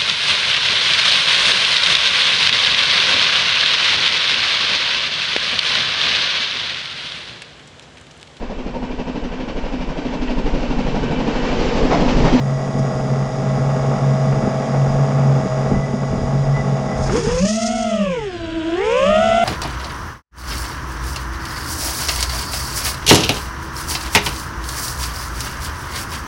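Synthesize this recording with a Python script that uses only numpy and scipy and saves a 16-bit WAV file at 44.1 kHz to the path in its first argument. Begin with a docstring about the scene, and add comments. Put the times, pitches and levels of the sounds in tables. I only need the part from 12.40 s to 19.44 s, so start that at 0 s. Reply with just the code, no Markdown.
"""Small quadcopter, idle to take-off

A quadcopter with three-blade propellers on an open field, heard by a microphone on its own frame.
Four motors idle in the grass and shake the frame, then race up at take-off, ease off and speed up again.
Tones follow the turning shafts, unequal speeds make them beat, and filtered noise chopped by the blades
gives wash and hiss. Ringing frame modes give knocks, low noise the breeze and gusts on the microphone."""
import sys
import numpy as np
from scipy import signal
from scipy.fft import rfft, irfft
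from scipy.io import wavfile
from scipy.ndimage import uniform_filter1d

SR = 44100
rng = np.random.default_rng(int(sys.argv[2]) if len(sys.argv) > 2 else 0)


def dump(signal):
    """Clip the signal to [-1, 1] and save it as 16-bit WAV at the path in sys.argv[1]."""
    limited = np.clip(np.atleast_2d(signal).T, -1, 1)
    pcm = np.round(limited * 32767).astype(np.int16)
    wavfile.write(sys.argv[1], SR, pcm)


N = 310464
TIME = np.arange(N) / SR
BLADES, MAGNETS = 3, 14   # per propeller, per motor
LIFT_S = 4.71   # lift-off


def from_db(db):
    """Decibels to gain."""
    return 10 ** (np.asarray(db) / 20)


def rms_one(x):
    """Scale to unit power."""
    return x / np.sqrt(np.mean(x ** 2) + 1e-20)


def evened(x, size=4096):
    """Hold the short-term power near one, over a window of size samples."""
    power = np.abs(uniform_filter1d(x ** 2, size=size))
    return x / np.sqrt(power + 1e-3 * np.mean(x ** 2))


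def in_time(rows):
    """Each column of a curve at every sample."""
    s, *columns = np.transpose(rows)
    return [np.interp(TIME, s, c) for c in columns]


def ramp(start_s, length_s):
    """Rises evenly from 0 to 1."""
    return np.clip((TIME - start_s) / length_s, 0, 1)


def swells(rows, edge_s):
    """Gain of events that each rise, hold and fall."""
    gain = 0
    for start_s, length_s, db in rows:
        rise = ramp(start_s - edge_s / 2, edge_s)
        fall = ramp(start_s + length_s - edge_s / 2, edge_s)
        gain = gain + from_db(db) * (rise - fall)
    return gain


def noise():
    """White noise."""
    return rng.standard_normal(N)


def drift(rate_hz):
    """Slow chance movement with spread 1, drawn every 40 samples and joined by straight lines."""
    step, settle = 40, 2000
    r = np.exp(-2 * np.pi * rate_hz * step / SR)
    draws = rng.standard_normal(N // step + settle + 2)
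    slow = signal.lfilter([1], [1, -2 * r, r * r], draws)[settle:]
    return np.interp(np.arange(N) / step, np.arange(len(slow)), rms_one(slow))


def coloured(x, spectrum):
    """Filter a sound by a curve in dB over log frequency that falls away beyond its ends; rms 1."""
    hz, db = np.transpose(spectrum)
    f = np.maximum(np.arange(N // 2 + 1) * SR / N, 1)
    skirts = np.minimum(f / hz[0], 1) ** 3 * np.minimum(hz[-1] / f, 1) ** 4
    gain = from_db(np.interp(np.log(f), np.log(hz), db)) * skirts
    return rms_one(irfft(rfft(x) * gain, N))


def ring(x, hz, t60):
    """One mode: a unit click sets a sine of height 1 ringing, down 60 dB after t60 seconds."""
    r, w = from_db(-60 / (t60 * SR)), 2 * np.pi * hz / SR
    return signal.lfilter([0, np.sin(w)], [1, -2 * r * np.cos(w), r * r], x + 1e-18)


def tone(cycles):
    """A sine of rms 1."""
    return np.sqrt(2) * np.sin(2 * np.pi * cycles)


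def revolving(turns, orders, db, size=2048):
    """A vibration pattern that repeats with each turn of a shaft, made of multiples of its rate."""
    angle = np.arange(size + 1) / size
    phases = rng.random((len(orders), 1))
    pattern = from_db(db) @ np.sin(2 * np.pi * (np.outer(orders, angle) + phases))
    return np.interp(turns % 1, angle, rms_one(pattern))


def chopped(cycles, depth):
    """Turbulence that flares briefly once a cycle."""
    return rms_one(noise() * (1 + depth * np.cos(np.pi * cycles) ** 8))


def idling():
    """Slow motors hunt around their speeds: blade hum, magnet tone and a frame rattling at every turn."""
    # Each row: time in seconds, leading motor in turns per second, frame shaking in relative dB.
    idle = [(0.0, 45.3, -32), (0.4, 46.1, -29.5), (0.6, 45.1, -28.5), (0.87, 45.6, -30),
            (1.25, 45.7, -27.5), (2.15, 46.1, -26.5), (2.45, 45.8, -26.5), (2.7, 46.6, -27),
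            (3.05, 45.4, -27), (3.3, 45.6, -27.5), (3.41, 47.3, -30.5), (3.52, 46.1, -30.5),
            (4.07, 46.3, -29.5), (4.17, 46.2, -28.5), (4.45, 45.8, -29.5), (4.68, 45, -28)]
    # The other three motors, in turns per second.
    other_shafts_hz = [46.95, 40.97, 44.78]
    # Blade hum swelling as the rotors fall in step. Each row: start in seconds, length in seconds, level in dB.
    hum_swells = [(0.0, 0.18, -19.5), (0.36, 0.13, -21), (0.59, 0.24, -19.5), (1.07, 0.49, -19.5),
                  (1.62, 0.12, -12.5), (1.78, 0.19, -19.5), (2.33, 0.33, -15.5), (2.72, 0.31, -13.5),
                  (3.15, 0.28, -22), (3.9, 0.46, -18.5)]
    # Clear tones of the leading motor. Each row: multiple of the shaft rate, dB against the shaking.
    idle_tones = [(9, -29), (11, -11.5), (12, -24.5), (24, -17), (31, -28.5), (36, -20), (49, -26)]
    # Spectrum of the rattling frame. Each row: frequency in Hz, relative level in dB per Hz.
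    rattle_spectrum = [(100, -29), (165, -7), (200, 4.5), (245, 0.5), (320, -14), (410, -4), (570, -5.5),
                       (810, -4), (970, -15.5), (1130, -11), (1300, -13), (1520, -20.5), (2100, -23.5),
                       (2500, -29.5), (3000, -27.5)]
    # Spectrum of the idle hiss. Each row: frequency in Hz, relative level in dB per Hz.
    idle_hiss = [(1500, -18), (2600, -9.5), (3000, -8.5), (3500, -4.5), (4400, -13.5), (4700, -7),
                 (4920, 1), (5350, -7.5), (5680, -2), (6050, -11), (6550, -3.5), (8000, -18), (9600, -20.5),
                 (12000, -35)]
    hum_db, magnet_db = -24.5, -31   # before swells, shaking and flutter
    lead_wander, wander = 0.003577, 0.006   # speed spread as a share
    loose = 0.57   # noise once a turn, against the repeating rattle

    lead_hz, shake = in_time(idle)
    lead = np.cumsum(lead_hz * (1 + lead_wander * drift(8.6))) / SR
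    shafts = [lead]
    for hz in other_shafts_hz:
        shafts.append(np.cumsum(hz * (1 + wander * drift(5.775))) / SR)

    hum = np.hypot(from_db(hum_db), swells(hum_swells, edge_s=0.1)) * from_db(2 * drift(15.7))
    magnet = from_db(magnet_db + shake - np.mean(shake) + 1.7 * drift(9))
    out = hum * tone(BLADES * lead) + magnet * tone(MAGNETS * lead)
    for order, db in idle_tones:
        out += from_db(shake + db) * tone(order * lead + rng.random())
    other_hum = sum(tone(BLADES * turns + rng.random()) for turns in shafts[2:])
    out += from_db(-14) * np.mean(hum) * other_hum
    out += singing(shafts[:2])

    orders, rattle = np.arange(1, 64), 0
    for turns in shafts:
        pattern = revolving(turns, orders, np.zeros(len(orders)))
        rattle = rattle + pattern * from_db(3 * drift(33)) + loose * chopped(turns, depth=3.5)
    out += from_db(shake + 4) * coloured(rattle, rattle_spectrum)

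    swell = 0.5 * (shake + np.mean(shake))   # the hiss follows the shaking only by half
    hiss = coloured(chopped(BLADES * lead, depth=0.43), idle_hiss)
    return out + from_db(swell - 14) * hiss


def singing(shafts, order=42, peak_hz=1993):
    """Switching whine of two motors, partly through a narrow resonance and evened, with set pips on its pitch."""
    # A motor dwells on its resonance. Each row: start in seconds, length in seconds, level in dB.
    pips = [(3.34, 0.051, -37.5), (3.43, 0.024, -34), (4.15, 0.07, -32.5), (4.51, .035, -37)]
    whine = sum(tone(order * turns) for turns in shafts)
    resonant = rms_one(ring(whine, peak_hz, t60=0.74))
    steady = evened(resonant + from_db(3) * rms_one(whine), size=1500)
    pip_tone = tone(peak_hz * TIME + 0.062 * drift(25))
    return from_db(-45 + 2 * drift(30)) * steady + swells(pips, edge_s=0.026) * pip_tone


def jolts():
    """The frame rocks on soft ground and rings in its modes; light knocks come at random until lift-off."""
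    # Each row: time in seconds, relative peak in dB.
    jolt_rows = [(0.391, -15), (1.483, -15.5), (1.969, -14.5), (2.033, -12.5), (2.072, -9), (3.313, -6.5),
                 (3.333, -13), (3.359, -11.5), (3.534, -13), (3.729, -13), (3.835, -16), (4.492, -20),
                 (4.778, -15.5), (4.867, -11), (5.049, -17)]
    # Modes of the frame. Each row: frequency in Hz, relative level in dB, 60 dB decay time in seconds.
    frame_modes = [(125.4, -2.5, 0.11), (195.5, -1.5, 0.17), (246.5, -1, 0.1), (422, -1.5, 0.062),
                   (824, -4.5, 0.042)]
    knocks_per_s, knock_db, spread_db = 45, -26, 2.5
    at, peak_db = np.transpose(jolt_rows)
    knocks = (rng.random(N) < knocks_per_s / SR) * (TIME < LIFT_S)
    knocks = knocks * from_db(knock_db + spread_db * np.clip(noise(), -2, 2))
    out = np.zeros(N)
    for k, (hz, mode_db, t60) in enumerate(frame_modes):
        clicks = knocks * np.sign(noise())
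        clicks[(at * SR).astype(int)] = from_db(peak_db - 3) * (-1) ** k   # modes alternate in sign
        out += from_db(mode_db) * ring(clicks, hz, t60)
    softening = signal.butter(2, 600, fs=SR, output="sos")   # low-pass, Hz
    return signal.sosfilt(softening, out)


def wind():
    """Low noise on the microphone port: a steady breeze with gusts."""
    # Each row: start in seconds, length in seconds, level in dB.
    gusts = [(1.1, 0.57, -38), (1.92, 0.14, -30), (2.47, .12, -30.5), (3.27, 0.14, -23),
             (3.68, 0.21, -23.5), (3.92, 0.32, -31), (4.55, 0.23, -24.5), (4.83, 0.22, -25),
             (5.98, 0.25, -33.5), (6.64, 0.34, -30.5)]
    # Spectrum of air on the port. Each row: frequency in Hz, relative level in dB per Hz.
    gust_spectrum = [(15, -21.5), (28, -1.5), (55, -3.5), (85, -6), (140, -11), (300, -27), (800, -41)]
    breeze_db = -38
    return np.hypot(from_db(breeze_db), swells(gusts, edge_s=0.043)) * coloured(noise(), gust_spectrum)


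def hissing(blade_hz, load_db):
    """Gain of the hiss: it grows with blade speed and load, lingers above the grass and flares at set times."""
    # Flares of the hiss. Each row: start in seconds, length in seconds, relative level in dB.
    flares = [(0.385, 0.013, -40), (4.755, 0.042, -33), (5.075, 0.085, -28), (5.185, 0.025, -44),
              (5.235, 0.014, -37), (5.256, 0.024, -28)]
    grass_db, grass_leave_s, grass_fall_db_per_s = -31, 5.16, 34.5   # hiss close above the grass
    reference_hz, db_per_octave, load_share = 660, 3.5, 0.94
    blades = from_db(-45.5 + db_per_octave * np.log2(blade_hz / reference_hz) + load_share * load_db)
    grass = from_db(grass_db - grass_fall_db_per_s * np.maximum(TIME - grass_leave_s, 0))
    onset = ramp(start_s=4.53, length_s=0.19)
    return np.hypot(onset * np.hypot(blades, grass), swells(flares, edge_s=0.0084))


def unbalance(shaft_hz):
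    """Gain of a shaft's tone: it peaks on the frame's resonance and settles after lift-off."""
    resonance_hz, width_hz = 193.7, 29.7
    shudder_db, settle_s = 11, 1   # extra level up to lift-off, and its settling time
    detuning = (shaft_hz - resonance_hz) / (width_hz / 2)
    shudder = shudder_db * np.exp(-np.maximum(TIME - LIFT_S, 0) / settle_s)
    return from_db(-21 + shudder) * (shaft_hz / resonance_hz) ** 2 / np.hypot(1, detuning)


def blade_overtones(turns):
    """Each passing blade gives a pressure pulse, heard as fluttering overtones of the blade rate."""
    # Each row: multiple of the shaft rate, relative level in dB.
    overtones = [(6, -12.5), (9, -20.5), (12, -27.5), (15, -29)]
    return sum(from_db(db + 2 * drift(28)) * tone(order * turns + rng.random()) for order, db in overtones)


def magnet_gain(blade_hz, near_ground):
    """Magnets sing with the torque, strongest in hard speeding up or braking, and through the arms' resonance."""
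    # Response of the arms. Each row: frequency in Hz, relative level in dB.
    arms = [(1400, -1), (1700, -3), (2100, 1), (2700, 4), (3000, -1), (3400, -9), (4000, -12)]
    full_slope, braking = 1100, 0.75   # blade-rate change for full torque in Hz per second; share when braking
    slope = uniform_filter1d(np.gradient(blade_hz) * SR, size=2048) / full_slope
    torque = np.clip(np.maximum(slope, -braking * slope), 0.7, 1) ** 2 * (1 - near_ground) ** 2
    arm_db = np.interp(blade_hz * MAGNETS / BLADES, *np.transpose(arms))
    return torque * from_db(arm_db + 1.7 * drift(60))


def switching_whine(turns, blade_hz):
    """High tones locked to the shaft that fade as they climb out of the frame's range."""
    # Each row: multiple of the shaft rate, relative level in dB.
    whines = [(36, 3.5), (42, 1.5), (50, -5)]
    whine = sum(from_db(db + 4 * drift(25)) * tone(order * turns) for order, db in whines)
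    fade_db = blade_hz / 28 + np.maximum(blade_hz - 380, 0) / 9   # steeper above a blade rate of 380 Hz
    return from_db(-47.5 - fade_db) * whine


def slapping(turns):
    """A pulse from every blade, slightly uneven in time and strength: a wavering ladder of overtones."""
    orders = BLADES * np.arange(3, 14)
    pulses = revolving(turns + 0.0038 * drift(120), orders, np.zeros(len(orders)))
    return pulses * from_db(4 * drift(45))


def slap_gain():
    """The slap builds in the climb, weakens with time and ends as the craft moves off."""
    start_s, length_s, fall_db_per_s = 4.96, 0.47, 14
    fall = from_db(-30.5 - fall_db_per_s * np.maximum(TIME - start_s, 0))
    return fall * ramp(start_s, 0.12) * (1 - ramp(start_s + length_s, 0.21))


def flying():
    """Each rotor gives an unbalance tone, blade tones, motor buzz and chopped air; returns tones and hiss."""
    # Throttle. 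Each row: time in seconds, blade-pass rate in Hz.
    throttle_rows = [(4.66, 229.4), (4.72, 348.2), (4.775, 485), (4.84, 449.7), (5.0, 523.5), (5.13, 668.3),
                     (5.39, 711.3), (5.52, 663.5), (5.7, 542.3), (5.9, 366.3), (6.02, 329.6), (6.2, 319.1),
                     (6.34, 337.3), (6.52, 466.7), (6.71, 608), (6.85, 660), (7.04, 691)]
    # Steering. Each row: time in seconds, then the speed of each of the four rotors as a ratio to the throttle.
    steering = [(4.72, 0.48, 0.55, 1.02, 0.45), (4.78, 0.67, 1.01, 1.04, 0.6), (4.83, 0.89, 1.05, 1.0, 0.8),
                (4.91, 0.97, 1.1, 1.0, 0.84), (4.97, 1, 1.05, 0.99, 0.88), (5.06, 0.99, 1.04, 1.06, 0.98),
                (5.13, 0.97, 1.07, 0.98, 1.03), (5.21, 1.007, 1.02, 0.96, 0.96),
                (5.29, 1.027, 0.99, 0.94, 0.98), (5.46, 1.012, 1.02, 0.95, 1.03),
                (5.6, 1.025, 1.0, 0.96, 1.03), (5.8, 1.0, 0.96, 0.95, 1.02), (5.9, 1.0, 1.02, 0.96, 1.03),
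                (6.02, 1.0, 1, 0.97, 1.04), (6.12, 1.01, 1.02, 0.93, 1.05), (6.22, 1, 1.04, 0.96, 1.03),
                (6.29, 0.98, 1.02, 0.915, 1.0), (6.37, 1.005, 1.07, 0.955, 1.03),
                (6.425, 1.006, 1.18, 1.0, 1.055), (6.5, 1.026, 1.17, 1.03, 1.065),
                (6.58, 1, 1.134, 0.99, 1.06), (6.67, 1.005, 1.11, 0.97, 1.06),
                (6.8, 1.012, 1.12, 0.95, 1.06), (7.04, 0.998, 1.08, 0.95, 1.04)]
    # Load on the blades. Each row: time in seconds, level of the blade tone in dB before share and flutter.
    load_rows = [(4.69, -23), (4.745, -14.5), (4.815, -25), (4.865, -19), (4.915, -19), (4.96, -23.5),
                 (5.25, -24.5), (5.52, -21.5), (5.75, -22.5), (5.87, -26), (6.2, -23.5), (6.36, -20),
                 (6.56, -14), (7.04, -14)]
    # Each row, one rotor: relative dB in the climb, in forward flight, of its unbalance, of its magnets.
    rotors = [(-2, -1, -5.5, -8), (-13, -8, -18.5, 0.5), (0.5, -14, -6, -0.5), (-15, -19, -22, -4)]
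    # Motor buzz. Each row: multiple of the shaft rate, relative level in dB.
    buzz_pattern = [(4, -4.5), (8, -13.5), (11, -5.5), (14, -1), (18, -4), (22, -5), (27, -2.5), (33, 1),
                    (48, -5)]
    # How the frame passes the buzz on. Each row: frequency in Hz, relative level in dB.
    body = [(300, -3), (1000, 0), (1600, 3.5), (2200, -2.5), (2800, 2.5), (3400, -0.5), (3900, -12),
            (5000, -24), (6500, -17), (8000, -26), (11000, -42)]
    # Spectrum of the rotor wash. Each row: frequency in Hz, relative level in dB per Hz.
    wash = [(120, -34), (200, -1), (348, 0), (483, 4), (633, -10), (900, -12.5), (1500, -13), (2180, -5.5),
            (3030, -3), (3600, -13), (4200, -31), (5590, -45), (6000, -54), (7800, -21), (13200, -120)]
    # Spectrum of the flight hiss. Each row: frequency in Hz, relative level in dB per Hz.
    flight_hiss = [(1760, -45), (3000, -67), (3330, 0), (3640, -5.5), (4310, -3), (4530, -1), (5140, 6.5),
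                   (6020, 1), (6630, 5), (7620, -7), (9480, -8.5), (10600, -28.5), (12800, -4),
                   (16600, -79), (22000, -120)]
    # Blades slapping in their own wash. Each row: frequency in Hz, relative level in dB per Hz.
    slap_spectrum = [(1900, -1.5), (2700, -3), (3400, -17), (4100, -5.5), (5200, -2.5), (6600, 2.5),
                     (7500, -7.5), (9000, -10)]
    tilt_s, tilt_takes_s = 5.613, 0.4   # the craft tips into forward flight
    wobble_hz, wobble_share, wobble_at_s, wobble_spread_s = 7.2, 0.0096, 6.16, 0.53
    wander, ground_wander, hunting = 0.0032, 0.016, 0.000987   # speed spread as a share
    fray, climb_fray, ground_fray = 0.0035, 0.005, 0.03   # timing spread in turns
    in_step_s, climb_s = 5.04, 0.301   # shafts in phase; time for the ground's effect to decay

    throttle = in_time(throttle_rows)[0]
    blade_db = in_time(load_rows)[0]
    load_db = blade_db - np.mean(blade_db)
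    # the speed control overshoots as the craft levels out
    since = TIME - wobble_at_s
    wobble = wobble_share * np.exp(-0.5 * (since / wobble_spread_s) ** 2) * np.cos(2 * np.pi * wobble_hz * since)
    speeds = [throttle * (ratio + wobble) for ratio in in_time(steering)]
    tilt = ramp(tilt_s - tilt_takes_s / 2, tilt_takes_s)
    shares = [from_db(climb + tilt * (forward - climb)) for climb, forward, _, _ in rotors]
    shares = shares / np.sqrt(np.sum(np.square(shares), axis=0))   # total power stays at one

    # close to the ground the rotors stumble in their own wash and the blades bite less
    near_ground = np.exp(-np.maximum(TIME - LIFT_S, 0) / climb_s)
    unsteady = wander + ground_wander * near_ground
    bite = from_db(-3 * (0.5 - tilt) - 5 * near_ground)
    buzz_db = -34.5 + 0.78 * load_db - 4 * near_ground   # follows part of the load's swing

    orders = np.arange(4, 49)
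    on_blade = orders % BLADES == 0
    buzz_orders_db = np.interp(orders, *np.transpose(buzz_pattern)) + 6 * on_blade
    out, motors, rasp, air, slap = 0, 0, 0, 0, 0
    for blade_hz, share, (_, _, unbalance_db, pull_db) in zip(speeds, shares, rotors):
        shaft_hz = blade_hz / BLADES
        turns = np.cumsum(shaft_hz * (1 + unsteady * drift(40.4) + hunting * drift(7.2))) / SR
        turns = turns - np.interp(in_step_s, TIME, turns)
        # eddies make each blade early or late, which frays the high overtones most
        frayed = turns + (fray + climb_fray * (1 - tilt) + ground_fray * near_ground) * drift(40)

        out = out + from_db(unbalance_db) * unbalance(shaft_hz) * tone(turns)
        out = out + share * from_db(-44) * tone(2 * turns + rng.random())
        blade_gain = from_db(blade_db + (1 + 3 * near_ground) * drift(35))
        overtones = share ** 0.98 * bite * blade_overtones(frayed)
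        out = out + blade_gain * (share * tone(BLADES * turns) + overtones)
        # uneven pull roughens the magnet tone
        magnets = tone(MAGNETS * frayed + 0.03 * unsteady / wander * drift(92))
        out = out + from_db(buzz_db - 4 + pull_db) * magnet_gain(blade_hz, near_ground) * magnets
        out = out + np.sqrt(share) * switching_whine(frayed, blade_hz)

        motors = motors + share ** 0.59 * revolving(frayed, orders, buzz_orders_db) * from_db(2.5 * drift(41))
        rasp = rasp + share * revolving(frayed, orders, 12 * on_blade)
        air = air + share * chopped(turns, depth=0.51)
        slap = slap + share * slapping(frayed)

    out += slap_gain() * coloured(slap, slap_spectrum)
    out += from_db(buzz_db - 2) * evened(coloured(motors, body))
    out += from_db(buzz_db - 4.5 - 5 * (1 - tilt)) * coloured(air, wash)
    # the treble is chopped air over a ladder of blade overtones
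    treble = from_db(-2.5) * coloured(air, flight_hiss) + from_db(-20.5) * coloured(rasp, flight_hiss)
    return out, hissing(throttle, load_db) * from_db(1.8 * drift(28)) * treble


def ground_wash():
    """Air thrown against the grass roars in lumps as the craft leaves the ground."""
    # Bursts at lift-off. Each row: start in seconds, length in seconds, level in dB before the lumps.
    roars = [(4.66, 0.078, -32), (4.74, 0.065, -27.5), (4.805, 0.2, -34)]
    # Air against the grass. Each row: frequency in Hz, relative level in dB per Hz.
    roar_spectrum = [(150, -3), (500, -2), (1000, 5), (1700, 1.5), (2600, -7), (4000, -27)]
    return swells(roars, edge_s=0.03) * from_db(2.5 * drift(45)) * coloured(noise(), roar_spectrum)


def scene():
    """Idle gives way to flight in a short crossfade at lift-off; the hiss swells first."""
    fade_s = 0.079
    lift = np.pi / 2 * ramp(LIFT_S - fade_s / 2, fade_s)
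    tones, hiss = flying()
    craft = np.cos(lift) * idling() + np.sin(lift) * tones + hiss
    return (craft + ground_wash() + jolts() + wind())[None]


def record(dry):
    """The microphone rounds the peaks and cuts the top, 70 dB down from 12900 Hz upward."""
    top = 0.89
    low_pass = signal.cheby2(12, 70, 12900, fs=SR, output="sos")
    return signal.sosfilt(low_pass, top * np.tanh(dry / top))


dry = scene()
out = record(dry)
dump(out)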